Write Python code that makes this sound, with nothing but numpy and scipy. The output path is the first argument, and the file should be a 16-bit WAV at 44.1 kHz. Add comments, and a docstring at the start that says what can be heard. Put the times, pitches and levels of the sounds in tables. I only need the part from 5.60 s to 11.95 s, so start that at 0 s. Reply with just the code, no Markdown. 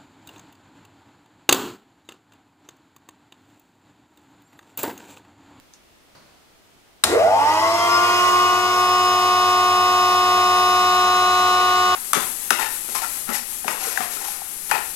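"""A tick with two fainter bounces and a dull knock break the hush of a room; then a switch snaps and a small
mains-driven vacuum pump rasps, thuds on its feet, runs up and settles into a whine.
Four vanes and twelve rotor slots sing on multiples of the shaft speed, and the mains field splits the slot tone.
Sums of sinusoids make the tones, which swell as they climb through the resonances of the casing;
shaped noise makes the air and brush hiss, the rasp, snap, tick, knock and hush."""
import sys
import numpy as np
from scipy import signal
from scipy.fft import rfft, irfft, next_fast_len
from scipy.io import wavfile
from scipy.ndimage import uniform_filter1d

SR = 44100
rng = np.random.default_rng(int(sys.argv[2]) if len(sys.argv) > 2 else 0)


def wav_record(signal):
    """Record a signal, one row per channel, as 16-bit PCM in the file named by sys.argv[1]."""
    frames = np.transpose(np.atleast_2d(signal))
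    bounded = np.clip(frames, -1, 1)
    # unit amplitude maps onto the largest positive 16-bit level
    quanta = np.round(bounded * 32767).astype(np.int16)
    wavfile.write(sys.argv[1], SR, quanta)


N = 280035

START_S = 1.437  # the switch closes
FIELD_HZ = 99.85  # the magnetic pull pulses at twice the mains frequency
FULL_TURNS_PER_S = 91.14  # shaft speed at the end of the run-up
EASE_S = 4.7  # from here on the load eases
HOP = 256  # samples between noise frames and between control points
BINS_HZ = np.fft.rfftfreq(1024, 1 / SR)[:, None]


def gain_of(db):
    """Decibel law: level in dB to amplitude ratio."""
    return 10 ** (np.asarray(db) / 20)


def evened(x):
    """Power normalization: scales to rms 1."""
    return x / np.sqrt(np.mean(x ** 2) + 1e-20)


def read(points, hz):
    """Interpolates an (f/Hz, value) table on a logarithmic frequency axis."""
    f, value = np.transpose(points)
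    return np.interp(np.log(hz + 1), np.log(f + 1), value)


def drift(shape, size):
    """Low-passed randomness: twice-averaged noise along the last axis, rms 1."""
    x = rng.standard_normal(shape)
    return evened(uniform_filter1d(uniform_filter1d(x, size), size))


def noise(field_db, same, count):
    """Spectral shaping: random spectra weighted by field_db(hz, t); same is the left-right coherence."""
    t = np.arange(count // HOP + 5) * HOP / SR
    a, b, c, d = rng.standard_normal((4, len(BINS_HZ), len(t)))
    same = np.clip(same, 0, 1)
    left = a + 1j * b
    right = same * left + np.sqrt(1 - same ** 2) * (c + 1j * d)
    spectra = np.array([left, right]) * gain_of(field_db(BINS_HZ, t))
    sound = signal.istft(spectra, nperseg=1024, noverlap=1024 - HOP)[1]
    return evened(sound[:, :count])


def rotor(t, climb_share=.7703, climb_s=.2928, lurch_s=.1041, creep_turns_per_s2=.17):
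    """Exponential run-up in turns/s: a quick lurch and a slower climb, then a creep as the load eases."""
    on = np.maximum(t - START_S, 0)
    lack = climb_share * np.exp(-on / climb_s) + (1 - climb_share) * np.exp(-on / lurch_s)
    return FULL_TURNS_PER_S * (1 - lack) + creep_turns_per_s2 * np.maximum(t - EASE_S, 0)


def current(t, build_db=-13, build_s=0.022, slow_db=3, load_db=3, load_s=1.1, ease_db_per_s=-0.94):
    """Motor current as relative level/dB: builds at the start, is high in a slow rotor, sinks with the load."""
    on = np.maximum(t - START_S, 0)
    start_db = build_db * np.exp(-on / build_s) + slow_db * (1 - rotor(t) / FULL_TURNS_PER_S)
    return start_db + load_db * np.exp(-on / load_s) + ease_db_per_s * np.maximum(t - EASE_S, 0)


def orders(top=140, spread_db=2.5, pan_db=3, pan_spread_db=4):
    """Order analysis: every tone as (shaft multiple, field multiple, level/dB, left-right/dB)."""
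    # strong shaft tones at full speed, the vanes on every fourth:
    # shaft multiple, rms level/dB before the current acts, left-right/dB
    shaft_tones = [(1, -52, 0), (2, -56, 1), (4, -30, 4), (7, -47, -1), (8, -24, 3), (10, -39, 5),
                   (14, -44, -3), (16, -31, 1), (20, -43, 12), (24, -43, 0), (28, -33, -5), (32, -33, 4),
                   (35, -47, -1), (36, -44, 1), (37, -46, -3), (40, -37, 6), (44, -37, -2), (48, -48, 7),
                   (49, -46, 2), (50, -47, 3), (55, -49, 4), (56, -37, -3), (58, -45, -3), (60, -41, 0),
                   (64, -44, -2), (72, -46, 5), (76, -50, 4), (88, -55, 13), (103, -56, 12), (124, -55, 0),
                   (127, -53, 12), (128, -54, 7), (135, -56, 10)]
    # magnetic tones at full speed:
    # shaft multiple, field multiple, rms level/dB before the current acts, left-right/dB
    magnetic_tones = [(0, 1, -48, 0), (0, 2, -55, 1), (0, 3, -57, 2), (12, -6, -49, 3), (12, -5, -54, 2),
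                      (12, -4, -37, 3), (12, -3, -42, 3), (12, -2, -43, -2), (12, -1, -33, 1),
                      (12, 0, -20, -3), (12, 1, -23, 6), (12, 2, -45, -3), (12, 3, -51, 3), (0, 5, -50, 3),
                      (1, 1, -54, 1), (7, -2, -54, 3), (7, 1, -53, 3), (10, -2, -52, 3), (8, 1, -50, 2),
                      (6, -1, -51, 3), (24, -2, -44, -4), (24, 1, -50, 5)]
    # centre of the chance levels of all other shaft multiples: f/Hz, rms level/dB
    faint_levels = [(250, -58.5), (1200, -61), (1700, -52), (2500, -59), (3400, -90), (4400, -51.5),
                    (6500, -61), (7500, -75), (12800, -62.5)]
    tone_list = [(k, 0, db, pan) for k, db, pan in shaft_tones] + list(magnetic_tones)
    taken = [k for k, m, *_ in tone_list if m == 0]
    luck = rng.standard_normal((top + 1, 2))
    for k in range(1, top + 1):
        if k not in taken:
            db = read(faint_levels, k * FULL_TURNS_PER_S) + spread_db * luck[k, 0]
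            tone_list.append((k, 0, db, pan_db + pan_spread_db * luck[k, 1]))
    return tone_list


def casing(hz, floor_db=-10, thin_hz=300):
    """Modal superposition: complex resonances over a floor; too small to radiate bass well."""
    # resonances of casing and bench: f/Hz, width/Hz, level/dB
    modes = [(360, 25, -25), (470, 13.5, 12), (505, 70, 8), (661, 40, 11), (680, 47, 9), (729, 4.1, 8.5),
             (786.5, 23, 7), (877, 65, 10), (910, 8.5, 6), (953, 33, -1.5), (1085.7, 41, 7),
             (1151, 34, 8.5), (1197.2, 33, 7), (1404, 24, 8.5), (1464, 16, -8), (1952, 31, 11),
             (2065, 41, 7), (2506, 70, 3), (2866, 95, 0.5), (3204, 36, 4.5), (3420, 27, -8),
             (3654, 33, -6.5), (4016, 8.4, 8.5), (4910, 31, 11), (5100, 9.6, 21.5), (5440, 74, 10.5),
             (6530, 1400, -5), (7850, 96, -28), (11330, 880, 6)]
    peaks = sum(gain_of(db) / (1 + 2j * (hz - f) / width) for f, width, db in modes)
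    return (peaks + gain_of(floor_db)) * ((hz + 1) / (hz + 1 - 1j * thin_hz)) ** 3


def walls(size, wet_db=-11, t60=0.66):
    """Reverberation at each microphone: direct sound plus an exponentially dying tail (t60/s)."""
    t = np.arange(SR // 2) / SR
    tail = rng.standard_normal((2, len(t))) * gain_of(-60 * t / t60) * (t > .004)
    return 1 + gain_of(wet_db) * rfft(tail / np.linalg.norm(tail[0]), size)


def tones(growth_db=20, growth_db_per_order=2.0, slot_db_per_order=1.5, waver_db=2.5, flicker_db=3.0,
          shudder_turns=.01):
    """Source-filter principle: tones locked to shaft and field sweep through casing and room."""
    # lead of the left microphone, spacing and reflections together: f/Hz, phase/rad
    left_lead = [(100, .1), (730, .3), (910, .9), (1095, .3), (1460, 1.2), (1820, 1.9), (2550, 2.1),
                 (2920, 1.9), (3650, .6), (4010, -1.0), (5100, -1.6), (5830, -3.5), (6560, -5.9),
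                 (12000, -7.3)]
    first, size = round(START_S * SR), next_fast_len(N + SR)
    t, frames = np.arange(first, N) / SR, np.arange(N // HOP + 2) * HOP / SR
    # a slow rotor draws uneven torque and shudders
    slowness = 1 - rotor(t) / FULL_TURNS_PER_S
    turns = np.cumsum(rotor(t)) / SR + shudder_turns * (slowness + 0.034) * drift(len(t), size=150)
    current_db = current(frames)
    speed_ratio = rotor(frames) / FULL_TURNS_PER_S
    decades = np.log10(speed_ratio + 1e-4)
    climbing = np.clip(8 * (1 - speed_ratio), 0, 1) ** 0.27
    path = casing(np.fft.rfftfreq(size, 1 / SR)) * walls(size)
    out = np.zeros((2, N))
    for k, m, db, pan in orders():
        full_hz = k * FULL_TURNS_PER_S + m * FIELD_HZ
        if m or k % 12 == 0:  # magnetic and slot tones follow the current
            drive_db = current_db + slot_db_per_order * max(k - 12, 0) * decades
        else:  # vane blows grow and sharpen with speed
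            drive_db = (growth_db + growth_db_per_order * k) * decades
        if k % 4:  # tones off the vane series come from slack and wander more
            drive_db = drive_db + waver_db * drift(len(frames), size=8)
        # shaft-bound tones dip at random until the speed settles
        drive_db = drive_db - flicker_db * (k > 0) * climbing * drift(len(frames), size=4) ** 2
        cycles = k * turns + m * FIELD_HZ * t + rng.random()
        angle = (2 * np.pi * (cycles - np.rint(cycles))).astype(np.float32)
        amplitude = np.sqrt(2) * np.interp(t, frames, gain_of(db + drive_db))
        sides = gain_of([pan / 2, -pan / 2]) * np.exp([0, -1j * read(left_lead, full_hz)])
        # undo the path at the full-speed frequency, so that the listed level and side hold there
        sides = sides / path[:, round(full_hz * size / SR)]
        wave = np.outer(sides.real, np.cos(angle)) - np.outer(sides.imag, np.sin(angle))
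        out[:, first:] += amplitude * wave
    return irfft(rfft(out, size) * path, size)[:, :N]


def kick(hz=78, db=-36, rise_s=0.042, t60=1.0):
    """Torque reaction: the start jolts the pump on its feet, a low sinusoid that decays exponentially."""
    t = np.maximum(np.arange(N) / SR - START_S, 0)
    return gain_of(db - 60 * t / t60) * np.minimum(t / rise_s, 1) * np.sin(2 * np.pi * hz * t)


def rush(casing_share=0.35, patchy_db=2.5, rattle_db=2.0, vane_depth=0.04, sixfold_depth=0.11):
    """Amplitude-modulated flow noise: air and brushes, coloured by the casing, puffing with each vane."""
    # rush of air through the pump: f/Hz, density level/dB
    air_colour = [(25, -8), (60, -18), (140, -10), (200, -15), (260, -4.5), (400, 1), (550, -7.5), (750, 2),
                  (1000, -2), (1700, 1), (3000, -4.5), (3800, -7), (5300, -7.5), (8000, -13), (11000, -16),
                  (11500, -18), (12000, -19), (13200, -16.5), (14000, -27.5)]
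    # its balance: f/Hz, left-right/dB
    air_balance = [(60, 11), (180, 0), (550, 4), (1650, -1.5), (4960, 4.5), (15000, 1.5)]
    # course of the rush: t/s, level/dB, added treble level/dB
    flow_course = [(1.438, -24, -29), (1.52, -18, -17), (1.6, -21.5, -7.5), (1.7, -31.5, 2),
                   (1.9, -27.5, 4), (2.3, -28.5, 8), (2.6, -27, 7), (3, -31.5, 8), (6.35, -30.5, 7)]
    same = ((60, .99), (600, .95), (1500, .8), (4000, .6), (15000, .55))  # f/Hz, left-right coherence
    s, level_db, treble_db = np.transpose(flow_course)
    sides = np.array([.5, -.5])[:, None, None]

    def field_db(hz, t):
        """Spectral level/dB: air colour, casing, balance, treble and random patches."""
        colour = read(air_colour, hz) + casing_share * 20 * np.log10(abs(casing(hz)))
        balance = sides * read(air_balance, hz)
        treble = np.interp(t, s, treble_db) / (1 + (2500 / (hz + 1)) ** 4)
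        return colour + balance + treble + patchy_db * drift((len(hz), len(t)), size=10)

    t = np.arange(N) / SR
    turns = np.cumsum(rotor(t)) / SR
    puffs = 1 + vane_depth * np.cos(2 * np.pi * 4 * turns) + sixfold_depth * np.cos(2 * np.pi * 6 * turns)
    # loose vanes clatter while slow
    rattle = gain_of(rattle_db * (1 - rotor(t) / FULL_TURNS_PER_S) * drift(N, size=70))
    level = gain_of(np.interp(t, s, level_db, left=-120))
    return level * puffs * rattle * noise(field_db, read(same, BINS_HZ), N)


def rasp(from_s=1.445, to_s=1.56, db=-33):
    """Friction noise: the brushes scrape brightly as the rotor breaks loose, then stop."""
    # rasp of the brushes: f/Hz, density level/dB
    rasp_colour = [(1500, -30), (2400, -4), (3750, 1), (5950, -7), (7600, -2), (10000, -11), (15400, -30)]
    first, count = round(from_s * SR), round((to_s - from_s) * SR)
    scrape = noise(lambda hz, t: read(rasp_colour, hz), 0.17, count)
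    out = np.zeros((2, N))
    out[:, first:first + count] = gain_of(db) * signal.windows.tukey(count, .3) * scrape
    return out


def hit(colour, at_s, db, rise_s, t60, tail_db, tail_t60, same=0.32):
    """Double exponential decay: noise with a quick rise, a short crack and a longer room tail."""
    t = np.arange(SR) / SR
    decay = gain_of(-60 * t / t60) + gain_of(tail_db - 60 * t / tail_t60)
    shape = np.minimum(t / rise_s, 1) ** 2 * decay
    out = np.zeros((2, N))
    burst = noise(lambda hz, t: read(colour, hz), same, SR)
    out[:, round(at_s * SR):][:, :SR] = gain_of(db) * shape * burst
    return out


def snap():
    """Impact radiation: the switch closes with a loud broadband crack, stronger on the left."""
    # the switch: f/Hz, density level/dB
    snap_colour = [(120, -30), (200, -19), (990, -4.5), (3410, -8.5), (3940, 1.5), (4560, -10), (5090, -4),
                   (5570, -9), (8160, -6), (12600, -12.5), (15400, -27)]
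    crack = hit(snap_colour, START_S, -2.0, rise_s=0.0013, t60=0.028, tail_db=-20, tail_t60=0.56)
    return crack * gain_of([[1.5], [-1.5]])


def bouncing_tick():
    """Repeated impact: a small tick nearby and its fainter bounces."""
    # the tick: f/Hz, density level/dB
    tick_colour = [(880, -42), (1500, -8), (3150, -12), (6120, 3), (10500, -15), (12700, -18), (15000, -25)]
    # tick and bounces: t/s, level/dB
    bounces = [(0.1368, -32), (.1428, -48), (.146, -48)]
    return sum(hit(tick_colour, s, db, rise_s=0.00038, t60=0.0048, tail_db=-18, tail_t60=.15)
               for s, db in bounces)


def distant_knock():
    """Impact in a reverberant field: a dull knock whose tail is nearly as strong as its onset."""
    # the knock: f/Hz, density level/dB
    knock_colour = [(59, -28), (100, -4), (377, -10), (637, -6), (895, -12), (967, -6), (3600, -21),
                    (4400, -11), (5200, -18), (12000, -33)]
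    return hit(knock_colour, .543, -51, rise_s=0.0093, t60=0.15, tail_db=-1.8, tail_t60=1.8)


def hush(db=-55):
    """Diffuse background: steady coloured noise, little alike at the two microphones."""
    # hush of the room: f/Hz, density level/dB
    room_colour = [(15, -41), (25, 0), (151, -9), (193, 2), (227, -7), (330, -2.5), (378, -6), (521, -8),
                   (596, -5.5), (1020, -10), (1340, -10), (1530, -11.5), (2840, -12.5), (15400, -25)]
    # its left-right likeness: f/Hz, coherence
    room_likeness = [(60, 0.17), (380, 0.23), (2380, 0.058), (15000, 0.11)]
    return gain_of(db) * noise(lambda hz, t: read(room_colour, hz), read(room_likeness, BINS_HZ), N)


def scene():
    """Superposition: the pump and its switch, a tick and a knock before it, and the hush of the room."""
    near = rush() + rasp() + snap()
    near[1] = np.roll(near[1], 6)  # samples by which the right microphone hears these later
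    return tones() + kick() + near + bouncing_tick() + distant_knock() + hush()


def record(dry):
    """Saturation and band limit: the snap overloads the converter, then a low-pass cuts the top."""
    clipped = np.clip(dry, -1, 1)
    low_pass = signal.firwin(511, 15700, window=("kaiser", 9), fs=SR)  # edge in Hz
    return signal.oaconvolve(clipped, low_pass[None], "same")


dry = scene()
out = record(dry)
wav_record(out)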